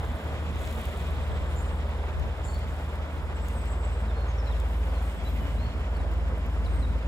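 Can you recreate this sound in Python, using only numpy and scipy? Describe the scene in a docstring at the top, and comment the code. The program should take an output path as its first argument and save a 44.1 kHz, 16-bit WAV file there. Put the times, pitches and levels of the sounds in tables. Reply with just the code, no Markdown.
"""A passenger boat's diesels throb along a river gorge, heard in stereo from a gravel bank.
Main engine and generator fire at different rates and beat against each other, straight ahead out on
the water, over the rush of the propeller wash. Small birds call from the wooded cliffs, which echo
them. Close to the microphone, gravel crunches faintly as its stones rub and knock together,
and a breeze puffs. A thin, high hiss lies in the background."""
import sys
import numpy as np
from scipy import signal
from scipy.fft import rfft, irfft
from scipy.io import wavfile

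SR = 44100
rng = np.random.default_rng(int(sys.argv[2]) if len(sys.argv) > 2 else 0)


def bounce(signal):
    """Save signal as a 16-bit WAV file at the path given by the first command-line argument."""
    frames = np.transpose(np.atleast_2d(signal))
    limited = np.clip(frames, -1, 1)
    pcm = np.round(limited * 32767).astype(np.int16)
    wavfile.write(sys.argv[1], SR, pcm)


N = 312159
T = np.arange(N) / SR
FREQS = np.maximum(np.arange(N // 2 + 1) * SR / N, 1)


# The main diesel's speed. Each row: time in seconds, firing rate in Hz.
MAIN_SPEED = [(0, 55.2), (1, 55.75), (2, 55.75), (3.2, 55.55), (3.8, 56), (5.2, 56), (5.8, 55.8),
              (7.08, 55.8)]
# The exhausts from the bank. Each row: time in seconds, main diesel and generator levels in dB.
EXHAUST = [(0, -35.5, -34.0), (0.12, -34.5, -31.5), (0.28, -48.0, -32.6), (0.5, -43.0, -30.6),
           (0.8, -36.5, -32.0), (1.1, -36.3, -31.0), (1.55, -32.2, -30.5), (2.3, -34.5, -31.8),
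           (3.2, -36.3, -32.8), (3.75, -30.0, -32.5), (4.7, -26.7, -33.0), (5.4, -29.0, -34.0),
           (6.0, -29.8, -33.5), (6.75, -26.9, -31.8), (7.08, -28.0, -33.0)]
# Their overtones. Each row: multiple of the firing rate, level in dB, depth of fading in dB.
MAIN_OVERTONES = [(2.5, -59, 2), (3, -50.3, 1.2), (4, -62, 0.5)]
GENERATOR_OVERTONES = [(2, -61, 3.1), (3, -63.5, 2.1)]
# A hum an octave above the main diesel, across the water. Each row: time in seconds, level in dB.
OCTAVE_HUM = [(0, -41), (.3, -45), (.6, -45), (1.05, -49.5), (1.35, -44), (1.85, -52), (2.1, -44),
              (2.5, -42.5), (2.85, -46), (3.3, -57), (3.9, -46), (4.4, -42), (5.03, -55), (5.25, -46),
              (5.7, -42.5), (6.12, -57), (6.55, -44.5), (7.08, -44)]
# Low rumble of hull and exhaust. Each row: time in seconds, level in dB.
RUMBLE = [(0, -41.5), (1.4, -43.5), (2.8, -42), (4.5, -45.5), (5.4, -40), (6.2, -43), (7.08, -36.5)]
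# Its colour at the bank. Each row: frequency in Hz, relative level in dB.
RUMBLE_COLOUR = [(15, -31), (28, -6), (42, -3.5), (60, -0.5), (90, -0.5), (125, -5.5), (190, -8), (245, -7),
                 (330, -14.5), (600, -73)]

def engines(generator_hz=75.02, machine_hz=87.7, machine_db=-52, surge_db=1.3):
    """Out on the river, main diesel and generator beat about 19 times a second over a dull rumble."""
    main_db, generator_db = np.array(curves(EXHAUST)) - dips()
    main_hz = curves(MAIN_SPEED)[0]
    main = diesel(main_hz, main_db, MAIN_OVERTONES, flutter_db=1.1, wander_rad=0.09)
    generator = diesel(np.full(N, generator_hz), generator_db, GENERATOR_OVERTONES,
                       flutter_db=0.2, wander_rad=0.02)
    octave = hum(2 * main_hz, curves(OCTAVE_HUM)[0])
    machinery = hum(np.full(N, machine_hz), machine_db)
    rumble = from_river(RUMBLE_COLOUR) * undb(curves(RUMBLE)[0] + surge_db * walk(2.6))
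    return main + generator + dip_bass(octave + machinery + rumble)


def diesel(hz, firing_db, overtones, flutter_db, wander_rad):
    """A muffled exhaust: a strong tone at the firing rate, with weak overtones fading over the water."""
    phase = 2 * np.pi * np.cumsum(hz) / SR
    out = undb(firing_db + flutter_db * walk(23)) * np.cos(phase + wander_rad * walk(5.2))
    for multiple, db, fading_db in overtones:
        drift = 0.044 * walk(6.2) + rng.uniform(0, 2 * np.pi)
        out += undb(db + fading_db * walk(3.4)) * np.cos(multiple * phase + drift)
    return np.sqrt(2) * out


def hum(hz, db):
    """One clean tone from on board, following a pitch curve."""
    return np.sqrt(2) * undb(db) * np.sin(2 * np.pi * np.cumsum(hz) / SR)


# The throb dips briefly at the microphone.
# Each row: centre and half width in seconds, main diesel and generator dips in dB.
DIPS = [(0.2, 0.018, 11.0, 20.0), (0.64, 0.012, 3.0, 11.0), (0.838, 0.012, 9.0, 18.0),
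        (0.938, 0.018, 7.0, 10.0), (2.36, 0.016, 6.0, 10.0), (2.79, 0.018, 6.0, 1.5),
        (2.92, 0.018, 5.0, 3.0), (3.1, 0.022, 17.0, 3.5), (3.32, 0.025, 5.0, 3.0), (5.17, 0.04, 8.5, 6.0),
        (5.27, 0.014, 4.0, 2.0), (5.725, 0.018, 7.0, 7.0), (5.845, 0.016, 3.5, 1.0),
        (6.385, 0.015, 4.5, 2.5), (7.02, 0.018, 4.5, 4.0)]

def dips():
    """How far the main diesel and the generator have dipped, in dB, at each moment."""
    return sum(np.outer(depths_db, bump(s, half_width)) for s, half_width, *depths_db in DIPS)


# The bass that dips with the throb. Each row: frequency in Hz, gain in dB.
DIPPING_BASS = [(110, 0), (160, -8), (260, -40)]

def dip_bass(x):
    """The deep part of a sound sinks whenever the throb dips."""
    lost = 1 - undb(-dips().mean(axis=0))
    return x - tint(x, DIPPING_BASS) * lost


# Swells in the boat's drone. Each row: start and length in seconds, pitch in Hz, peak level in dB.
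SWELLS = [(0.072, 0.072, 249, -41), (0.687, 0.16, 225, -40), (1.07, 0.085, 160, -41),
          (3.46, 0.14, 221, -42.5), (3.996, 0.12, 212, -41), (5.32, 0.09, 240, -44),
          (5.4, 0.11, 284, -42.5), (5.55, 0.1, 226, -43.5)]

def swells():
    """The drone rises softly on one low note at a time, midway between left and right."""
    out = np.zeros((2, N))
    for s, length, hz, db in SWELLS:
        shape = arch(length)
        add(out, s, undb(db) * shape * np.sin(2 * np.pi * hz * T[:len(shape)]))
    return out


# The wash from the bank. Each row: time in seconds, relative levels of churn and spray in dB.
WASH = [(0, -41.5, -57), (.7, -42.5, -54), (1.5, -42.5, -56), (2.5, -43.5, -57), (3.6, -43.5, -57.5),
        (4.3, -42.5, -57.5), (5.2, -44, -55.5), (6.2, -44, -57.5), (7.08, -44.5, -57.5)]
# Their colours. Each row: frequency in Hz, relative level in dB.
CHURN_COLOUR = [(100, -2.5), (250, -3.5), (320, -2.5), (420, 1), (600, 2.5), (780, -2), (950, -1.5),
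                (1200, -4.5), (1550, -6.5), (2000, -13), (3000, -56), (6000, -66)]
SPRAY_COLOUR = [(1200, -17), (2000, 8.5), (2500, 7), (3200, 4.5), (3900, -2), (4600, -6.5), (6000, -13),
                (7400, -8.5), (9000, -44), (12000, -27.5), (16000, -42)]

def wash(churn_gain_db=2.5, spray_gain_db=6.0):
    """The propeller churns water astern, with brighter spray on top; each part surges on its own."""
    churn_db, spray_db = curves(WASH)
    churn = from_river(CHURN_COLOUR) * undb(churn_db + churn_gain_db + 1.17 * walk(31))
    spray = from_river(SPRAY_COLOUR) * undb(spray_db + spray_gain_db + 1.24 * walk(22))
    return churn + spray


# How alike the river is on both sides of the microphone. Each row: frequency in Hz, coherence 0 to 1.
RIVER_COHERENCE = [(50, 0.38), (150, 0.98), (550, 0.94), (1000, 0.77), (1700, 0.4), (3000, 1), (4300, 0.08),
                   (6000, 0), (8000, 0.56), (15000, 0)]
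# The river's balance. Each row: frequency in Hz, left minus right in dB.
RIVER_PAN = [(400, 0.1), (1300, -1), (2400, -1.5), (3200, -4), (4200, -1), (5700, 11.5), (7500, 0),
             (10000, -8), (12500, 21), (15500, 0)]

def from_river(colour, lag_s=0.00013):
    """Boat noise: the direct part reaches the left first, the cliffs return the rest from all sides."""
    source, left, right = rfft(rng.standard_normal((3, N)))
    share = np.clip(across(RIVER_COHERENCE), 0, 1)
    direct = np.array([source, source * np.exp(-2j * np.pi * FREQS * lag_s)])
    both = np.sqrt(share) * direct + np.sqrt(1 - share) * np.array([left, right])
    balance = undb(np.outer([1, -1], across(RIVER_PAN)) / 2)
    return unit(irfft(both * balance * undb(across(colour)), N))


def birds():
    """Birds on the wooded cliffs whistle, buzz and chirp, all heard through the gorge."""
    perched = gorge(whistles() + buzzes(), direct_db=-2, branch_db=-8)
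    chirping = gorge(chirps(), direct_db=-1.5, branch_db=-7)
    return perched + chirping


# Whistles from open perches. Each row: start and length in seconds, first and last pitch in Hz,
# relative level in dB, left minus right in dB.
WHISTLES = [(1.166, 0.38, 8660, 7450, -67, 0), (1.44, 0.39, 9550, 7830, -65, 3),
            (3.473, 0.26, 9050, 7850, -62, 3), (4.95, 0.3, 9200, 7820, -68, 7),
            (6.615, 0.26, 9100, 8050, -65, 7)]

def whistles(bend=1.6):
    """Long, thin whistles that flutter and almost break as they sink."""
    out = np.zeros((2, N))
    quaver_hz = 28 * walk(146)
    flutter = unit(undb(4.5 * np.minimum(walk(70), 1)))
    for s, length, start_hz, end_hz, db, side_db in WHISTLES:
        call = note(s, length, start_hz, end_hz, 0, bend, quaver_hz, flutter)
        add(out, s, undb(db) * call * pan(side_db))
    return out


# Buzzy calls, a little to the left.
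# Each row: start and length in seconds, band centre and width in Hz, relative level in dB.
BUZZES = [(0.56, 0.16, 6900, 900, -65), (1.549, 0.08, 7240, 500, -54.5), (1.55, .12, 9500, 3000, -72),
          (2.425, 0.11, 7250, 500, -56), (2.432, 0.11, 8460, 2800, -59.5), (2.46, 0.13, 4420, 220, -59),
          (3.34, 0.18, 7750, 600, -62.5), (3.55, 0.091, 7850, 500, -62), (3.66, 0.096, 7850, 800, -56.5),
          (3.798, 0.071, 7830, 600, -59), (3.828, 0.22, 8040, 800, -65), (5.2, .28, 13400, 1000, -67),
          (5.93, .1, 9200, 3200, -71)]

def buzzes(flicker_db=3.5):
    """Narrow, rasping bands of birdsong whose level flickers."""
    out, rasp = np.zeros((2, N)), rfft(rng.standard_normal(N))
    for s, length, hz, width, db in BUZZES:
        shape = arch(length)
        band = unit(irfft(rasp / (1 + (2 * (FREQS - hz) / width) ** 2), N))
        call = shape * np.roll(band, -int(s * SR))[:len(shape)]
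        add(out, s, undb(db) * call * pan(1.6))
    return out * undb(flicker_db * walk(25))


# Short chirps from the trees. Each row: start and length in seconds, first and last pitch in Hz, relative level
# and swell up to it in dB, bend (1 is a straight slide), left minus right in dB.
CHIRPS = [(4.072, 0.05, 4200, 3500, -56.5, 4, 2.2, 4), (4.13, 0.14, 4200, 4300, -62, 3, 1.5, 10),
          (4.272, 0.06, 6650, 6380, -63.5, 0, 2.5, 4), (4.374, 0.038, 6400, 5280, -53.5, 8, 3.2, 8),
          (4.41, 0.095, 5320, 5330, -66, 0, 1, 4), (4.452, 0.042, 4700, 3880, -54.5, 7, 2.2, 13),
          (4.507, 0.038, 4150, 3180, -48.5, 5, 1.7, 0), (4.88, 0.034, 5900, 4380, -58, 6, 1.6, 5),
          (4.945, 0.04, 4450, 4080, -59, 2, 2, 5), (5.175, 0.055, 3380, 3290, -54.5, 2, 2, 5),
          (5.25, 0.036, 3920, 3960, -53, 2, 2, 2), (5.39, 0.09, 3050, 2900, -55.5, 4, 1.7, 6),
          (5.555, 0.13, 3700, 4380, -54, 13, 1.9, 10), (5.945, 0.032, 4600, 4380, -59, 2, 2, 3),
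          (5.988, 0.03, 4050, 3780, -62, 0, 1.5, 8), (6.644, 0.032, 5300, 3720, -52, 5, 1.9, 6),
          (6.817, 0.044, 4300, 3720, -52, 3, 2, 7)]

def chirps():
    """Short, slightly hoarse notes, most of them hooked downwards."""
    out = np.zeros((2, N))
    quaver_hz = 30 * walk(300)
    flutter = unit(undb(2.0 * np.minimum(walk(150), 1)))
    for s, length, start_hz, end_hz, db, swell_db, bend, side_db in CHIRPS:
        call = note(s, length, start_hz, end_hz, swell_db, bend, quaver_hz, flutter)
        add(out, s, undb(db) * call * pan(side_db))
    return out


def note(s, length, start_hz, end_hz, swell_db, bend, quaver_hz, flutter):
    """One bird note slides to its last pitch, swelling by swell_db on the way."""
    shape = arch(length)
    span = slice(int(s * SR), int(s * SR) + len(shape))
    remaining = np.linspace(1, 0, len(shape))
    hz = end_hz + (start_hz - end_hz) * remaining ** bend + quaver_hz[span]
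    envelope = shape * flutter[span] * undb(-swell_db * remaining)
    return np.sqrt(2) * envelope * np.sin(2 * np.pi * np.cumsum(hz) / SR)


def gorge(x, direct_db, branch_db, blur_s=0.007, echo_s=0.075, smear_s=0.02, t60_s=0.81):
    """Branches blur a call at once, the cliff returns a smeared echo, and a soft stereo tail follows."""
    age = T[:SR]
    tail = rng.standard_normal((2, SR)) * np.exp(-np.log(1000) * age / t60_s)
    tail *= 1 - np.exp(-age / 0.0063)
    echo = rng.standard_normal((2, SR)) * (age > echo_s) * np.exp(-abs(age - echo_s) / smear_s)
    branches = stereo_noise(0.5, SR) * np.exp(-age / blur_s)
    response = undb(branch_db) * unit(branches) + undb(-10) * unit(echo) + undb(-6) * unit(tail)
    return undb(direct_db) * x + signal.fftconvolve(x, response / np.sqrt(SR), axes=1)[:, :N]


# Stones grinding under weight, close by. Each row: time in seconds, level in dB.
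GRIND = [(0, -59), (.55, -61), (.66, -56.5), (.78, -57), (.865, -55), (.92, -59), (1.0, -57.5), (1.1, -60),
         (1.35, -58.5), (1.9, -62), (2.5, -64), (4, -65), (7.08, -73)]
# The bright crunch and the duller grinding. Each row: frequency in Hz, relative level in dB.
CRUNCH_COLOUR = [(1500, -12), (2500, 5), (3500, 7.5), (4700, -11), (6000, -1.5), (7600, 4), (9500, 0.5),
                 (12000, -0.5), (14000, -1), (16000, -6)]
GRIND_COLOUR = [(1800, -38), (2800, -8), (3400, 3.5), (3900, 0), (4500, -9.5), (6500, -32), (12000, -31)]

def gravel(grains_per_s=1100, rubs_per_s=420):
    """Near the microphone, to the left, tiny stone contacts crunch and clink over a duller grinding."""
    crunch = undb(-3) * unit(tint(contacts(grains_per_s) * stereo_noise(0.76), CRUNCH_COLOUR))
    clinking = undb(-1) * unit(tint(clinks(), CRUNCH_COLOUR))
    grind = unit(tint(contacts(rubs_per_s) * stereo_noise(0.19), GRIND_COLOUR))
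    return ((crunch + clinking) * shifting() + grind * undb(curves(GRIND)[0])) * pan(3.5)


def contacts(per_s, decay_s=0.0034):
    """The envelope of stones touching at random, each touch dying away quickly."""
    touches = rng.random(N) < per_s / SR
    power = signal.lfilter([1], [1, -np.exp(-2 / (decay_s * SR))], touches)
    return unit(np.sqrt(power + 1e-12))


def clinks(per_s=2200, spread_db=3.0, ring_s=0.0006, pitches=28):
    """Small stones knock together at random, each ringing for an instant at its own pitch."""
    out = np.zeros((2, N))
    count = int(per_s * N / SR / pitches)
    decay = np.exp(-1 / (ring_s * SR))
    for hz in np.linspace(2000, 15500, pitches):
        sizes = undb(spread_db * np.minimum(rng.exponential(size=count), 4)) * rng.choice([-1, 1], count)
        hits = np.zeros((2, N))
        hits[:, rng.integers(0, N, count)] = sizes * (1 + 0.38 * rng.standard_normal((2, count)))
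        angle = 2 * np.pi * hz / SR
        out += signal.lfilter([np.sin(angle)], [1, -2 * decay * np.cos(angle), decay ** 2], hits)
    return unit(out)


# The gravel shifts close by. Each row: start and hold in seconds, relative level in dB.
SHIFTS = [(0.567, 0.27, -57), (0.942, .02, -59), (1.478, .1, -65), (2.42, 0.096, -67), (2.656, 0.14, -65),
          (3.08, .06, -68), (3.43, 0.056, -61), (4.44, 0.22, -66), (4.68, 0.27, -63.5), (4.998, .06, -60.5),
          (5.22, 0.3, -64), (6.48, 0.26, -71)]

def shifting(attack_s=0.028, settle_s=0.14, creep_db=-63, fade_db_per_s=3.5):
    """How hard the gravel moves: each shift builds, holds and settles, over a fading creep."""
    power = undb(creep_db - fade_db_per_s * T) ** 2
    for s, hold, db in SHIFTS:
        rise = np.clip((T - s) / attack_s, 0, 1)
        settle = np.exp(-np.maximum(T - s - attack_s - hold, 0) / settle_s)
        power += (undb(db) * rise * settle) ** 2
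    return np.sqrt(power)


# Single pebbles near the microphone.
# Each row: start in seconds, relative level in dB, ring in Hz, left minus right in dB.
PEBBLES = [(0.0498, -41, 7500, -3), (0.559, -41, 6540, 8), (0.614, -41, 7000, 2), (0.6743, -35, 6500, 2),
           (0.704, -42, 5600, 3), (0.714, -41, 9000, 3), (0.727, -37, 6400, 3), (0.7617, -46, 8300, 3),
           (0.816, -37, 11200, 3), (0.855, -33, 11800, 8), (0.885, -42, 6000, 3), (0.9738, -42, 8000, 3),
           (1.026, -44, 8500, 3), (1.1084, -43, 11500, 3), (2.197, -41, 6600, 1), (2.5446, -39, 10600, 10),
           (2.5915, -42, 12000, 9), (2.9562, -44, 8460, 13), (3.485, -33, 7000, 7), (3.6576, -43, 13000, 6),
           (4.209, -48, 9000, 3), (4.4598, -49, 9000, 10), (4.601, -36.5, 7550, 6), (5.9694, -42, 8000, 3),
           (6.116, -43, 9500, 3), (6.1374, -44, 12500, 4), (6.3804, -44, 13500, 5),
           (6.4622, -43, 13500, 10), (6.7601, -44, 7000, 8)]

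def pebbles(decay_s=0.0011, ticks_per_s=18):
    """Now and then a pebble clicks and rings at its own pitch; small grit ticks faintly in between."""
    age, clicks = T[:800], np.zeros((2, N))
    for s, db, hz, side_db in PEBBLES:
        click = rng.standard_normal(len(age)) + 0.83 * np.sin(2 * np.pi * hz * age)
        add(clicks, s, click * np.exp(-age / decay_s) * undb(db - 10.5) * pan(side_db))
    clicks = tint(clicks, [(1500, -15), (3500, 2), (7500, 3.5), (12000, 3), (16000, 3)])
    hits = (rng.random(N) < ticks_per_s / SR) * undb(-53.5 - 9 * rng.random(N))
    ticks = signal.lfilter([1], [1, -np.exp(-1 / (decay_s * SR))], hits) * stereo_noise(0.7)
    return clicks + tint(ticks, [(6000, -18), (11000, 2), (16000, 0)]) * pan(4)


# A larger stone on the bank. Each row: start in seconds, peak level in dB, ring in Hz.
KNOCKS = [(6.049, -32, 620)]

def knocks(ring_s=0.007):
    """A larger stone settles with a short, dull knock."""
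    out, age = np.zeros((2, N)), T[:2048]
    for s, db, hz in KNOCKS:
        add(out, s, undb(db) * np.exp(-age / ring_s) * np.sin(2 * np.pi * hz * age))
    return out


# The breeze on the microphone, and its strongest gusts. Each row: time in seconds, relative level in dB.
BREEZE = [(0, -51), (1.5, -47), (4.3, -55), (5.6, -49), (7.08, -47.5)]
GUSTS = [(.63, -42), (1.34, -41), (3.3, -42), (5.19, -42), (6.12, -42), (6.71, -41.5), (6.9, -44)]
# Its eddies. Each row: frequency in Hz, relative level in dB.
EDDY_COLOUR = [(8, -27), (24, -15), (36, -8), (58, 1), (85, -7.5), (115, -9), (160, -18.5), (250, -26),
               (450, -29), (900, -73)]

def wind(gain_db=5.5, puff_db=3.5):
    """Each side of the microphone has its own eddies; strong gusts shed smaller ones that sound higher."""
    breeze = undb(curves(BREEZE)[0] + puff_db * walk(4))
    gusts = sum(undb(db) * bump(s, half_width=0.048) for s, db in GUSTS)
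    strength_db = 20 * np.log10(np.hypot(breeze, gusts))
    eddies = unit(tint(rng.standard_normal((2, N)), EDDY_COLOUR))
    flurry_colour = [(40, -18), (130, 15), (260, -12), (400, -12), (900, -53)]
    flurries = unit(tint(rng.standard_normal((2, N)), flurry_colour))
    flurry_db = -25 + 0.36 * (strength_db - strength_db.mean())
    return undb(strength_db + gain_db) * (eddies + flurries * undb(flurry_db))


# The background hiss. Each row: frequency in Hz, relative level in dB.
HISS_COLOUR = [(3000, -35), (5000, 7), (6200, -8.5), (7400, 2), (8300, 1.5), (9400, -0.5), (12000, -5),
               (16000, -11)]

def hiss(db=-67):
    """A thin, even, high hiss in the background."""
    noise = unit(tint(stereo_noise(0.093), HISS_COLOUR))
    return noise * undb(db + 0.5 * walk(10)) * pan(1)


def undb(db):
    """Decibels to gain."""
    return 10 ** (np.asarray(db) / 20)


def unit(x):
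    """Scale to rms 1."""
    return x / np.sqrt(np.mean(x ** 2))


def curves(table):
    """The columns of a time table, one value a sample."""
    s, *columns = np.transpose(table)
    return [np.interp(T, s, column) for column in columns]


def across(points):
    """A table over frequency, read at every bin on a log axis."""
    hz, value = np.transpose(points)
    return np.interp(np.log(FREQS), np.log(hz), value)


def tint(x, colour):
    """Filter by a (Hz, dB) colour."""
    return irfft(rfft(x) * undb(across(colour)), N)


def walk(rate, size=16384):
    """A smooth random curve with rms 1, changing about rate times a second."""
    hz = np.arange(size // 2 + 1) * SR / N
    slow = irfft(rfft(rng.standard_normal(size)) / (1 + (hz / rate) ** 4))
    return unit(np.interp(np.linspace(0, size - 1, N), np.arange(size), slow))


def stereo_noise(width, size=N):
    """Noise common to both sides, widened by some of each side's own."""
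    return rng.standard_normal(size) + width * rng.standard_normal((2, size))


def pan(db):
    """Left and right gains for a level difference."""
    return undb(np.array([[db], [-db]]) / 2)


def add(out, s, sound):
    """Mix a sound in at time s."""
    i = max(int(s * SR), 0)
    out[:, i:i + sound.shape[-1]] += sound[..., :N - i]


def arch(length):
    """A soft rise and fall."""
    return signal.windows.tukey(max(int(length * SR), 16), .5)


def bump(s, half_width):
    """A bell-shaped swell of height 1 around time s."""
    return np.exp(-.5 * ((T - s) / half_width) ** 2)


def scene():
    """The boat on the river, birds on the cliffs, stones on the bank, a faint hiss and a breeze."""
    boat = engines() + swells() + wash()
    bank = gravel() + pebbles() + knocks()
    return boat + bank + hiss() + birds() + dip_bass(wind())


def record(dry, top_hz=15750):
    """The recorder cuts the highest treble steeply."""
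    return signal.sosfilt(signal.ellip(10, .1, 80, top_hz, fs=SR, output="sos"), dry)


dry = scene()
out = record(dry)
bounce(out)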